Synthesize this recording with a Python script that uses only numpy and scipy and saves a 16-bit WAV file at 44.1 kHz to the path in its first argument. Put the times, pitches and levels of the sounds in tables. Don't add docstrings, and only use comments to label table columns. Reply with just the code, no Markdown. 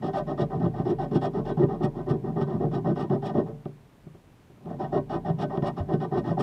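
import sys
import numpy as np
from scipy import signal
from scipy.fft import rfft, irfft, next_fast_len
from scipy.io import wavfile
from scipy.ndimage import uniform_filter1d, map_coordinates

SR = 44100
rng = np.random.default_rng(int(sys.argv[2]) if len(sys.argv) > 2 else 0)


def persist_wave(psi):
    counts = np.round(np.clip(psi, -1, 1) * 32767).astype(np.int16)
    wavfile.write(sys.argv[1], SR, np.atleast_2d(counts).T)


N = 283122


def from_db(db):
    return 10 ** (np.asarray(db) / 20)


def rms(x):
    return np.sqrt(np.mean(x ** 2) + 1e-20)


def butter(x, edges_hz, kind, order=2):
    sections = signal.butter(order, edges_hz, kind, fs=SR, output="sos")
    return signal.sosfilt(sections, x + 1e-18)


def coloured(x, spectrum):
    hz, db = np.transpose(spectrum)
    size = next_fast_len(N)
    bins_hz = np.maximum(np.fft.rfftfreq(size, 1 / SR), 1)
    gain = from_db(np.interp(np.log(bins_hz), np.log(hz), db))
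    y = irfft(rfft(x, size) * gain, size)[:N]
    return y / rms(y)


def wander(per_s):
    knots = rng.standard_normal(4096)
    path = map_coordinates(knots, [np.arange(N) / SR * per_s], order=1, mode="wrap")
    return path / np.sqrt(2 / 3)


def slips(per_s, spread_db):
    sizes = from_db(spread_db * rng.standard_normal(N)) * rng.choice([-1, 1], N)
    clicks = sizes * (rng.random(N) < per_s / SR)
    return clicks / rms(clicks)


def push(hardness_hz):
    age = 2 * np.pi * hardness_hz * np.arange(SR // 20) / SR
    shape = age * np.exp(-age)
    return shape / shape.sum()


def body(force, modes, low_hz, high_hz, flip=False):
    click, ring = signal.unit_impulse(SR // 2), 0
    for k, (hz, width, db) in enumerate(modes):
        r = np.exp(-np.pi * width / SR)
        poles = [1, -2 * r * np.cos(2 * np.pi * hz / SR), r * r]
        sign = (-1) ** k if flip else 1
        mode = (1 - r * r) / 2 * signal.lfilter([1, 0, -1], poles, click)
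        ring = ring + sign * from_db(db) * mode
    ring = butter(ring, [low_hz, high_hz], "band")
    if not flip:
        ring = butter(ring, [low_hz, high_hz], "band")
    return signal.fftconvolve(force, ring / np.sqrt(np.sum(ring ** 2)))[:N]


# (frequency [Hz], relative density [dB])
ROOM_SPECTRUM = [(15, -44), (25, -5), (66, -5), (96, 3.5), (198, -1), (628, -12.5), (939, -14),
                 (1410, -19.5), (2340, -23), (2540, -23.5), (2900, -25), (3500, -27), (5100, -32),
                 (9210, -35.5), (15400, -39)]


def room():
    return from_db(-55.5) * coloured(rng.standard_normal(N), ROOM_SPECTRUM)


RESTING_DB, LIFT_DB_PER_S = -30, 240.5


def rubbing():
    t, away_s = np.arange(N) / SR, np.inf
    for start, length, *_ in STROKES:
        away_s = np.minimum(away_s, np.abs(t - start - length / 2) - length / 2)
    return from_db(-LIFT_DB_PER_S * np.maximum(away_s, 0)) + from_db(RESTING_DB)


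SWAY_HZ, SWAY_WIDTH_HZ, SWAY_DB = 40.14, 4.1, -51.5


def sway(handling):
    edges_hz = [SWAY_HZ - SWAY_WIDTH_HZ / 2, SWAY_HZ + SWAY_WIDTH_HZ / 2]
    shake = butter(rng.standard_normal(N), edges_hz, "band")
    effort = uniform_filter1d(handling, size=SR // 5)
    return from_db(SWAY_DB) * effort ** 0.54 * shake / rms(shake)


# (start [s], length [s],
# pressure on the table [dB], drag on the card [dB], cut through the coating [dB])
STROKES = [(0.017, 0.096, -26, -31.5, -53), (0.129, 0.094, -29.5, -26.5, -49.5),
           (0.263, 0.086, -27.5, -31.5, -57.5), (0.373, 0.084, -21, -31.5, -51),
           (0.497, 0.09, -25.5, -34.5, -63.5), (0.593, 0.1, -17.5, -34, -59.5),
           (0.736, 0.1, -33.5, -37, -60.5), (0.847, 0.095, -18, -32, -55),
           (0.981, 0.09, -25.5, -30.5, -54.5), (1.107, 0.089, -19.5, -33, -57),
           (1.209, 0.083, -22, -28, -48), (1.33, 0.093, -20.5, -32, -58.5), (1.448, 0.091, -22, -31, -53),
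           (1.566, 0.1, -18, -30.5, -59.5), (1.679, 0.095, -25.5, -34.5, -63),
           (1.799, 0.088, -18, -31.5, -64), (1.947, 0.084, -28.5, -36, -65.5),
           (2.059, 0.11, -19, -32.5, -66), (2.233, 0.096, -26.5, -38.5, -68),
           (2.353, 0.092, -18.5, -30, -61.5), (2.463, 0.12, -22.5, -36, -62.5),
           (2.594, 0.09, -20.5, -32, -65.5), (2.709, 0.099, -22, -34.5, -58.5),
           (2.84, 0.095, -18.5, -29.5, -59), (2.953, 0.11, -24, -33, -52.5), (3.092, 0.086, -17, -30, -59),
           (3.218, 0.11, -26.5, -35.5, -53.5), (3.335, 0.096, -18, -27.5, -59),
           (3.457, 0.054, -29, -40, -67), (4.664, 0.1, -34, -41.5, -70),
           (4.787, 0.092, -27.5, -31.5, -57.5), (4.918, 0.088, -23, -26.5, -54.5),
           (5.091, 0.096, -26.5, -29.5, -52), (5.244, 0.085, -22, -31.5, -57),
           (5.38, 0.088, -21.5, -30, -50), (5.493, 0.11, -35.5, -33.5, -61.5),
           (5.618, 0.1, -25.5, -29, -52.5), (5.762, 0.064, -32, -30.5, -54.5),
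           (5.88, 0.09, -20, -29, -60.5), (5.998, 0.074, -27, -31.5, -53.5), (6.112, 0.1, -22.5, -30, -59),
           (6.237, 0.11, -22, -32, -54.5), (6.366, 0.066, -18.5, -28.5, -62)]
GRIP_S, RELEASE_S = 0.0045, 0.032


def strokes(levels_db, arch_db, lean_db):
    t, force = np.arange(N) / SR, np.zeros(N)
    for (start, length, *_), db in zip(STROKES, levels_db):
        at = slice(*np.searchsorted(t, [start, start + length]))
        age = t[at] - start
        travel = age / length - .5
        contact = np.clip(age / GRIP_S, 0, 1) * np.clip((length - age) / RELEASE_S, 0, 1)
        force[at] += contact * from_db(db - arch_db * (2 * travel) ** 2 + lean_db * travel)
    return force


SNAGS_PER_S, SNAG_DB, SNAG_HARDNESS_HZ = 44, 22, 330


def snags(pressure):
    clicks = (rng.random(N) < SNAGS_PER_S / SR) * rng.uniform(-0.88, 1, N)
    return from_db(SNAG_DB) * signal.fftconvolve(clicks * pressure, push(SNAG_HARDNESS_HZ))[:N]


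ECHO_SHARE, ECHO_LAG_S, ECHO_DRIFT_OCTAVES = 0.33, 0.001609, 0.575


def travelling(x):
    lag = ECHO_LAG_S * SR * 2 ** (ECHO_DRIFT_OCTAVES * wander(per_s=9))
    echo = np.interp(np.arange(N) - lag, np.arange(N), x, left=0)
    return (x + ECHO_SHARE * echo) / np.hypot(1, ECHO_SHARE)


# (frequency [Hz], width [Hz], level [dB])
TABLE_DEEP = [(88.7, 14, -13.5), (120.1, 3.2, -5), (145.8, 6.8, 2), (165.2, 14.4, 0.8), (206.2, 19, -5.5),
              (226, 14, -7.5), (263.2, 12.2, -4)]
# (frequency [Hz], width [Hz], level [dB])
TABLE_UPPER = [(316.2, 9, -7), (350, 56, -3), (390.6, 9.9, -4), (408.6, 11, -21.5), (444.2, 5.5, -4)]


def table(rumble, growl, handling, catches):
    deep = np.hypot(rumble, from_db(-36) * handling) * slips(per_s=2500, spread_db=3.5)
    upper = np.hypot(growl, from_db(-49.5) * handling) * slips(per_s=2500, spread_db=4)
    unevenness = from_db(-1.92 + 1.56 * wander(per_s=70))
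    deep_ring = body(deep * unevenness + catches, TABLE_DEEP, low_hz=85, high_hz=309)
    upper_force = travelling(upper * unevenness) + catches
    return deep_ring + body(upper_force, TABLE_UPPER, low_hz=317.7, high_hz=455.3)


# (frequency [Hz], width [Hz], level [dB])
CARD_LOWER = [(567.2,16.4,0.5),(596.4,25.5,1),(660,35.4,-3.5),(697,44,-2.5),(767.4,35.4,0),(879,48,-11.5),(958,11,-11.5),(1004,19,-10),(1083,23,-11.5)]
# (frequency [Hz], width [Hz], level [dB])
CARD_UPPER = [(1187,49,2.5),(1283,107,-4.5),(1522,17.4,-4),(1854.5,32.2,-4)]


def card(rasp, cut, handling, catches, lead_s=0.0021):
    t = np.arange(N) / SR
    early_rasp = np.interp(t + lead_s, t, rasp)
    drag = np.hypot(early_rasp, from_db(-51) * handling)
    bite = np.hypot(from_db(-4) * rasp ** 0.5 * cut ** 0.42, from_db(-71) * handling)
    grain = slips(per_s=6000, spread_db=4) * from_db(-0.3 + 1.3 * wander(per_s=140))
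    lower_force = travelling(drag * grain) + from_db(-0.5) * catches
    upper_force = travelling(bite * grain) + from_db(-3) * catches
    return (body(lower_force, CARD_LOWER, low_hz=562, high_hz=1180, flip=True)
            + body(upper_force, CARD_UPPER, low_hz=1165, high_hz=2200, flip=True))


# (frequency [Hz], width [Hz], level [dB])
TOOL_MODES = [(2283, 39, -5.5), (2503, 25, -6), (2930, 25, -11.5), (2920, 200, -6), (3195, 39, -5.5),
              (3307, 26, -1), (3464, 160, -6.5), (3600, 120, -14), (3876, 29, -2.7), (4400, 330, -12.5),
              (5100, 150, -8), (5450, 140, -10), (6691, 800, -20)]


def tool(cut, handling, catches):
    grain = slips(per_s=14000, spread_db=2.5) * from_db(1.2 * wander(per_s=300))
    rub = np.hypot(from_db(1.27) * cut, from_db(-84) * handling) * grain
    return body(rub + catches, TOOL_MODES, low_hz=2010, high_hz=6000)


# (frequency [Hz], relative density [dB])
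FLAKE_SPECTRUM = [(3000,-21),(4600,-4.5),(5200,0.5),(5750,1),(6050,-12.5),(6800,-5),(7500,-3.5),(8200,2.5),(9000,-9.5),(10100,-2.5),(11500,-14),(15500,-16)]


def flakes(cut):
    grains = slips(per_s=8000, spread_db=4)
    return from_db(-55.5) * (cut / from_db(-44)) ** 1.37 * coloured(grains, FLAKE_SPECTRUM)


# (time [s], level [dB])
TEARS = [(0.177,-55),(0.415,-55.5),(0.906,-56.5),(1.161,-50),(1.845,-49),(2.105,-51.5),(2.422,-54.5),(2.749,-54.5),(3.006,-56),(3.266,-51),(5.425,-53),(5.676,-50),(5.94,-58.5),(6.185,-53.5),(6.408,-45.5)]
TEAR_HALF_S = 0.011


def tears():
    t, swell = np.arange(N) / SR, np.zeros(N)
    for s, db in TEARS:
        distance = np.minimum(np.abs(t - s) / TEAR_HALF_S, 10)
        swell += from_db(db) * np.exp(-.5 * distance ** 2)
    return swell


# (time [s], level [dB], hardness [Hz])
KNOCKS = [(0.417,9.5,170),(0.57,10,146),(0.66,17,155),(0.796,9.5,258),(1.155,13.5,241),(1.635,12,290),(1.838,4.5,320),(2.106,9.5,240),(2.415,8.5,300),(3.1,2.5,308),(3.381,6.5,310),(3.655,-1,425),(3.688,-9.5,220),(4.065,-3.5,166),(4.144,-18,420),(4.496,-15,240),(4.657,-1,260),(4.837,-1,180),(4.979,5,374),(5.301,14,150),(5.574,4.5,450),(5.623,6.5,302),(5.938,10.5,295),(6.177,6.5,337)]


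def knocks():
    force = np.zeros(N)
    for s, db, hardness_hz in KNOCKS:
        start = int(s * SR)
        blow = from_db(db) * push(hardness_hz)[:N - start]
        force[start:start + len(blow)] += blow
    return force


BUMP_S, BUMP_DB, BUMP_HZ, BUMP_T60_S = 5.803, -15, 91, 0.11


def bump(rise_s=0.0065):
    age = np.maximum(np.arange(N) / SR - BUMP_S, 0)
    decay = from_db(BUMP_DB - 60 * np.minimum(age / BUMP_T60_S, 10))
    return decay * (1 - np.exp(-age / rise_s)) * np.sin(2 * np.pi * BUMP_HZ * age)


def scene():
    _, _, pressure_db, drag_db, cut_db = np.transpose(STROKES)
    pressure = strokes(pressure_db, arch_db=1, lean_db=4.5)
    rasp = from_db(-1.5) * strokes(drag_db, arch_db=2, lean_db=0.5)
    steady_cut = from_db(-4) * strokes(cut_db, arch_db=7, lean_db=0.5)
    cut = np.hypot(steady_cut, tears())
    rumble = from_db(-5.5) * pressure
    growl = from_db(-1) * pressure ** 0.77 * rasp ** 0.26
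    handling, blows = rubbing(), knocks()
    catches = blows + snags(pressure)
    wood = table(rumble, growl, handling, catches) + sway(handling) + bump()
    scrape = card(rasp, cut, handling, catches) + tool(cut, handling, blows) + flakes(cut)
    return (wood + scrape + room())[None]


def record(dry):
    return signal.sosfilt(signal.ellip(10, .1, 80, 15500, fs=SR, output="sos"), dry)


dry = scene()
out = record(dry)
persist_wave(out)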